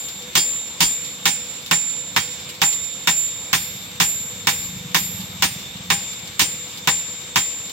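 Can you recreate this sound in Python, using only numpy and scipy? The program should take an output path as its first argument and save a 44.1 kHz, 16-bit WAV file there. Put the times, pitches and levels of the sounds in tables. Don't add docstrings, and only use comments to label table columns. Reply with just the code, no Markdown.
import sys
import numpy as np
from scipy import signal
from scipy.io import wavfile
from scipy.ndimage import uniform_filter1d

SR = 44100
rng = np.random.default_rng(int(sys.argv[2]) if len(sys.argv) > 2 else 0)


def inscribe(sig):
    pcm = np.round(np.clip(np.atleast_2d(sig).T, -1, 1) * 32767)
    wavfile.write(sys.argv[1], SR, pcm.astype(np.int16))


N = 340443
TIME = np.arange(N) / SR


def from_db(db):
    return 10 ** (np.asarray(db) / 20)


def rms_one(x):
    return x / np.sqrt(np.mean(x ** 2) + 1e-20)


def at_hz(points, hz):
    points = np.array(points)
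    return np.interp(np.log(hz), np.log(points[:, 0]), points[:, 1])


def at_time(points, s):
    return np.interp(s, *np.transpose(points))


def fade(t, t60):
    return np.exp(-np.log(1000) * t / t60)


def pan_gains(left_right_db):
    return from_db([[left_right_db / 2], [-left_right_db / 2]])


def add(out, s, sound):
    start = int(round(s * SR))
    first, last = max(start, 0), min(start + sound.shape[-1], out.shape[-1])
    out[..., first:last] += sound[..., first - start:last - start]


def resonate(x, hz, width_hz):
    r = np.exp(-np.pi * width_hz / SR)
    zeros = np.array([1, 0, -1]) * (1 - r * r) / 2
    poles = [1, -2 * r * np.cos(2 * np.pi * hz / SR), r * r]
    return signal.lfilter(zeros, poles, x + 1e-18)


def resonate_twice(x, hz, width_hz):
    return resonate(resonate(x, hz, width_hz), hz, width_hz)


def drift(rate):
    knots = rng.standard_normal(4096)
    return np.interp(TIME * rate, np.arange(len(knots)), knots)


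def bands(white, spectrum, likeness):
    edges = np.geomspace(30, 17000, 25)
    centres = np.sqrt(edges[1:] * edges[:-1])
    gains = from_db(at_hz(spectrum, centres))
    gains = gains / np.sqrt(np.sum(gains ** 2 * np.diff(edges)) * 4 / SR)
    for k, hz in enumerate(centres):
        band_pass = signal.butter(2, edges[k:k + 2], "band", fs=SR, output="sos")
        mid, side = signal.sosfilt(band_pass, white[k % 2])
        alike = np.clip(at_hz(likeness, hz), -1, 1)
        mid, side = np.sqrt(1 + alike) * mid, np.sqrt(1 - alike) * side
        yield hz, gains[k] * np.stack([mid + side, mid - side], axis=-2)


def struck(t, hz, t60, rise_s, pan_db, gap):
    phase = rng.uniform(0, 2 * np.pi) + gap * np.array([[0], [1]])
    envelope = fade(t, t60) * (1 - np.exp(-t / rise_s))
    return pan_gains(pan_db) * np.sin(2 * np.pi * hz * t + phase) * envelope


PASS_S, PASS_DB, PASS_WIDTH_S = 5.1, -36, 0.51
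FIRINGS_BEFORE, FIRINGS_AFTER, EASE_S = 25.5, 18, 1.2
# [dB, relative]
EXHAUST = [(94.4, 48, -3), (138, 38, -0.5), (184.6, 25, 2)]


def engine(uneven_db=1.0, puff_t60=0.11, scatter=0.28):
    slowing = (1 - np.tanh((TIME - PASS_S) / EASE_S)) / 2
    rate = FIRINGS_AFTER + (FIRINGS_BEFORE - FIRINGS_AFTER) * slowing
    distance = np.hypot(1, (TIME - PASS_S) / PASS_WIDTH_S)
    firing_count = np.cumsum(rate * (1 + .2 * drift(20))) / SR
    firings = np.diff(np.floor(firing_count), prepend=0) * from_db(uneven_db * drift(25))
    gas = signal.lfilter([1], [1, -fade(1 / SR, puff_t60)], firings) * rng.standard_normal(N)
    puffs = rms_one(firings) + rms_one(gas) + scatter * rng.standard_normal((2, N))
    pipe = 0
    for k, (hz, width_hz, db) in enumerate(EXHAUST):
        pipe = pipe + (-1) ** k * from_db(db) * resonate(puffs, hz, width_hz)
    far = signal.sosfilt(signal.butter(4, 240, fs=SR, output="sos"), pipe)
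    return rms_one(far) * from_db(PASS_DB) / distance


# pitch_hz [Hz], left_right_likeness [1 = same in both ears, 0 = unrelated]
AIR_LIKENESS = [(40, 1), (150, 0.96), (500, 0.86), (1200, 0), (3000, 0.3), (14000, 0)]
# [dB per Hz, relative]
HISS = [(18, -46), (30, -14.5), (189, -0.5), (437, -10), (486, -7.5), (554, -9.5), (1250, -6.5),
        (1460, -11), (3220, -5.5), (3670, -4.5), (6050, -14), (7470, -5), (8740, -108), (12000, -26),
        (16000, -19.5)]
HISS_DB = -38.5
# [dB rms, before waver and surge]
HISS_PEAKS = [(493, 26, -52.5), (2290, 280, -49.5), (3573, 74, -44), (3698, 100, -46), (7520, 280, -44),
              (11900, 1140, -51.5)]


def forge(flicker_db=1.5, surge_db=0.5, waver_db=1.5):
    hiss = 0
    for hz, band in bands(rng.standard_normal((2, 2, N)), HISS, AIR_LIKENESS):
        hiss = hiss + band * from_db(flicker_db * drift(25))
    out = from_db(HISS_DB) * hiss
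    for hz, width_hz, db in HISS_PEAKS:
        alike = np.clip(at_hz(AIR_LIKENESS, hz), 0, 1)
        shared = np.sqrt(alike) * rng.standard_normal(N)
        white = shared + np.sqrt(1 - alike) * rng.standard_normal((2, N))
        out += from_db(db + waver_db * drift(12)) * rms_one(resonate_twice(white, hz, width_hz))
    return out * from_db(surge_db * drift(18))


# [dB, relative]
SNAPS = [(0.0854, -22.5), (1.661, -23.5), (2.491, -26), (2.726, -20), (5.2041, -26), (6.131, -28),
         (6.2736, -28), (7.6954, -25.5)]


def crackle(per_s=14, small_db=-42, snap_db=-6.5, snap_t60=0.092,
            centre_hz=3400, width_hz=3500, fizz_db=-7, fizz_hz=12500):
    tick_db = small_db + 2 * np.minimum(rng.exponential(1, N), 2)
    kicks = (rng.random(N) < per_s / SR) * from_db(tick_db)
    for s, db in SNAPS:
        add(kicks, s, from_db([db + snap_db]))
    envelope = signal.lfilter([1], [1, -fade(1 / SR, snap_t60)], kicks + 1e-18)
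    body = resonate_twice(rng.standard_normal((2, N)), centre_hz, width_hz)
    fizz = resonate(rng.standard_normal((2, N)), fizz_hz, width_hz)
    return envelope * (rms_one(body) + from_db(fizz_db) * rms_one(fizz))


# start_s [s], brightness_db [dB],
# blade_free_ring_db [dB], anvil_main_tone_db [dB], all levels relative
BLOWS = [(0.353, 1, 0, -1), (0.805, 1.5, -0.5, -3), (1.2551, -0.5, -4.5, -6), (1.7113, -5, -6, -1),
         (2.1626, -6.5, -5.5, -9.5), (2.6167, -4.5, -9, -0.5), (3.0723, -4.5, -8.5, 0.5),
         (3.5297, -2.5, -5.5, -10), (4.0004, -1, -11, -2.5), (4.4704, -2.5, -12, -7),
         (4.9453, -2.5, -8.5, -8.5), (5.4228, -0.5, -9, -16.5), (5.902, -5, -6.5, -7.5),
         (6.394, 2.5, -3.5, -7), (6.8736, -5.5, -7, -3), (7.358, -4, -6, -4)]
CUSHION = 0.18


def strength(free_db):
    return -CUSHION * (free_db - np.mean([row[2] for row in BLOWS]))


def blow_noise(size, alike):
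    alike = np.clip(alike, 0, 1)
    shared = np.sqrt(alike) * rng.standard_normal((2, 2, 1, size))
    return shared + np.sqrt(1 - alike) * rng.standard_normal((2, 2, len(BLOWS), size))


# pitch_hz [Hz], level_db [dB, relative], t60_s [s]
ANVIL_TONES = [(7236, -12.5, 1.2), (8860, -20.5, .32)]
# pitch_hz [Hz], level_db [dB, relative], t60_s [s]
ANVIL_OVERTONES = [(11875, -38, 1.2), (12078, -33.5, 1.1), (12394, -32, 1.05), (12555, -31, 1.0),
                   (14478, -42, .65), (15125, -40, .6), (15416, -37, .55), (15725, -38, .5)]
# [dB, relative]
OVERTONE_LEVEL = [(0.8, -4.5), (2.17, -13), (2.6, -1), (4.95, 2), (5.42, -7), (7.36, -10)]
# time_s [s], left_right_db [dB]
TONE_PAN = [(0.35, 0.5), (1.7, -7), (3.1, -3.5), (4, -0.5), (7.36, 3.5)]
SECOND_TONE_FOLLOWS = 0.73


def anvil(rise_s=0.011, waver_db=2.5, earlier_db=-7, second_db=1, top_share=0.088, main_gap=1.0):
    out = np.zeros((2, N))
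    earlier = (-.1, -6, 0, earlier_db)
    ends = [row[0] for row in BLOWS] + [N / SR]
    (main_hz, main_level, main_t60), (second_hz, second_level, second_t60) = ANVIL_TONES
    for (s, bright_db, _, main_db), end in zip([earlier] + list(BLOWS), ends):
        t = TIME[:int((end - s + .03) * SR)]
        main = struck(t, main_hz, main_t60, rise_s, at_time(TONE_PAN, s), rng.normal(main_gap, 0.12))
        tone = from_db(main_level + main_db) * main
        second = struck(t, second_hz, second_t60, rise_s, 2.4, rng.normal(1.0, 0.42))
        tone += from_db(second_level + second_db + SECOND_TONE_FOLLOWS * bright_db) * second
        for k, (hz, db, t60) in enumerate(ANVIL_OVERTONES):
            share = 1 if k < len(ANVIL_OVERTONES) // 2 else top_share
            level = from_db(db + share * at_time(OVERTONE_LEVEL, s))
            tone += level * struck(t, hz, t60, rise_s, rng.normal(-5, 5.8), rng.normal(2.15, 0.58))
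        add(out, s, tone * fade(np.maximum(t - (end - s), 0), .03))
    return out * from_db(waver_db * np.array([drift(35), drift(32)]))


# pitch_hz [Hz], level_db [dB, relative], t60_s [s],
# free_share [dB per dB of the blade's free ring]
BLADE_MODES = [(172, -22, .17, 0), (807, -26, .22, 0), (945, -17, .1, 0), (1020, -17, .1, 0),
               (1238, -27, .14, .8), (1726, -19, .1, 0), (1835, -18, .11, 0), (2191, -21, .12, 0),
               (2280, -20, .11, 0), (2420, -21, .11, 0), (3270, -11, .17, 1.2), (3590, -22, .16, 0),
               (3655, -16, .13, 0), (3740, -21, .14, 0), (4570, -16, .19, 1.5), (5050, -14, .18, 2.0),
               (5230, -22, .11, 0), (6070, -25, .17, .6), (6270, -20, .19, 1.5), (6870, -20, .16, 1),
               (7496, -13.5, .18, 1.7)]


def blade(blade_db=-0.83, scatter_db=2.0, free_gain_db=3, chatter_s=0.026):
    t, out = TIME[:SR // 3], np.zeros((2, N))
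    for s, _, free_db, _ in BLOWS:
        for hz, db, t60, share in BLADE_MODES:
            size, tune, pan_db, gap = rng.standard_normal(4)
            loose_db = share * (free_db + free_gain_db * from_db(2 * free_db))
            blow_db = max(1 - share, 0) * strength(free_db)
            level = from_db(blade_db + db + loose_db + blow_db + scatter_db * size)
            rise_s = 0.0012 + share * chatter_s
            add(out, s, level * struck(t, hz * (1 + 0.0021 * tune), t60, rise_s, pan_db, gap * hz / 4000))
    return out


# pitch_hz [Hz], left_right_likeness [1 = same in both ears, 0 = unrelated]
CLANK_LIKENESS = [(100, 0.98), (900, 0.6), (1600, 0), (4000, 0), (14000, 0.34)]
# [dB per Hz, relative]
SLAP = [(45, 18), (100, 1), (280, 8), (500, -6.5), (2000, -8), (3300, -1), (5000, -14), (7500, -6),
        (9000, -25), (15000, -14)]


def slaps(slap_db=-14, delay_s=0.023, slap_t60=0.069, follows_free=0.89, follows_bright=1.2):
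    t, out = TIME[:SR // 4], np.zeros((2, N))
    noise = blow_noise(size=len(t), alike=0.094)
    slap = sum(band for hz, band in bands(noise, SLAP, CLANK_LIKENESS))
    for k, (s, bright_db, free_db, _) in enumerate(BLOWS):
        level = from_db(slap_db + follows_free * free_db + follows_bright * bright_db)
        add(out, s + delay_s, level * slap[k] * fade(t, slap_t60))
    return out


# [dB per Hz, relative]
CLANK = [(60, 3), (170, 1.5), (330, -4.5), (600, -8), (950, 4), (1250, -2), (1800, 1.5), (2800, -2),
         (3700, 3), (4400, -11.5), (5300, -2.5), (5900, -5), (7000, -3), (8500, -21), (15500, -12)]
# pitch_hz [Hz], t60_s [s]
CLANK_T60 = [(100, 0.11), (900, 0.081), (2500, 0.14), (6000, 0.14), (14000, .14)]
SAME_SPOT = .72
# [dB per Hz, relative]
CRACK = [(100, 26), (600, -34), (1500, -6.5), (3500, 12), (5500, 10), (7500, -0.5), (9000, -9),
         (15000, -12)]
# delay_s [s], level_db [dB, relative], centre_hz [Hz], width_hz [Hz]
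ECHOES = [(.0064, 8, 2190, 2040), (.0078, 21, 1230, 890), (.012, -25, 1100, 880), (0.019, -5, 1000, 900)]
# [dB per Hz, relative]
YARD = [(100, -10), (600, -4), (1400, -1), (2300, 10.5), (3700, 3), (5000, 10.5), (7500, -26.5),
        (9000, -57), (12300, -13), (15000, -25)]


def clanks(clank_db=-5, crack_db=-1.5, crack_t60=0.011, echo_gain_db=-.5, yard_db=-31, yard_t60=0.95):
    t, out = TIME[:SR // 2], np.zeros((2, N))
    short = t[:SR // 4]
    times, bright_db, free_db, _ = np.transpose(BLOWS)
    strength_db = strength(free_db)
    clank = 0
    for hz, band in bands(blow_noise(size=len(short), alike=SAME_SPOT), CLANK, CLANK_LIKENESS):
        treble = np.clip(np.log2(hz / 1800), 0, 1)
        level_db = (1 - treble) * strength_db + treble * (bright_db - bright_db.mean())
        clank = clank + band * fade(short, at_hz(CLANK_T60, hz)) * from_db(level_db)[:, None, None]
    crack_noise = blow_noise(size=len(short), alike=0.61)
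    crack = sum(band for hz, band in bands(crack_noise, CRACK, CLANK_LIKENESS))
    crack = crack * fade(short, crack_t60) * from_db(crack_db)
    yard_noise = blow_noise(size=len(t), alike=0.37)
    yard = sum(band for hz, band in bands(yard_noise, YARD, AIR_LIKENESS))
    for k, s in enumerate(times):
        add(out, s, from_db(clank_db) * clank[k] + crack[k])
        add(out, s, from_db(yard_db) * yard[k] * fade(t, yard_t60))
        for delay_s, echo_db, hz, width_hz in ECHOES:
            echo = resonate_twice(crack[k], hz, width_hz)
            add(out, s + delay_s, from_db(echo_gain_db + echo_db + strength_db[k]) * echo)
    return out


def scene(pan_db=-2.5):
    background = engine() + forge() + crackle()
    work = (clanks() + blade() + slaps()) * pan_gains(pan_db)
    return background + anvil() + work


LIMIT_DB, RELEASE_DB_PER_S, CUTOFF_HZ = -10.5, 420, 15800


def record(dry, low_cut_hz=42):
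    dry = signal.sosfilt(signal.butter(3, low_cut_hz, "high", fs=SR, output="sos"), dry)
    power = uniform_filter1d(np.mean(dry ** 2, axis=0), size=100)
    level_db = 10 * np.log10(np.maximum(power, 1e-12))
    release = RELEASE_DB_PER_S * TIME
    held_db = np.maximum.accumulate(np.maximum(level_db - LIMIT_DB, 0) + release) - release
    limited = dry * from_db(-uniform_filter1d(held_db, size=40))
    rounded = limited / (1 + limited ** 4) ** .25
    return signal.sosfilt(signal.ellip(10, .1, 80, CUTOFF_HZ, fs=SR, output="sos"), rounded)


dry = scene()
out = record(dry)
inscribe(out)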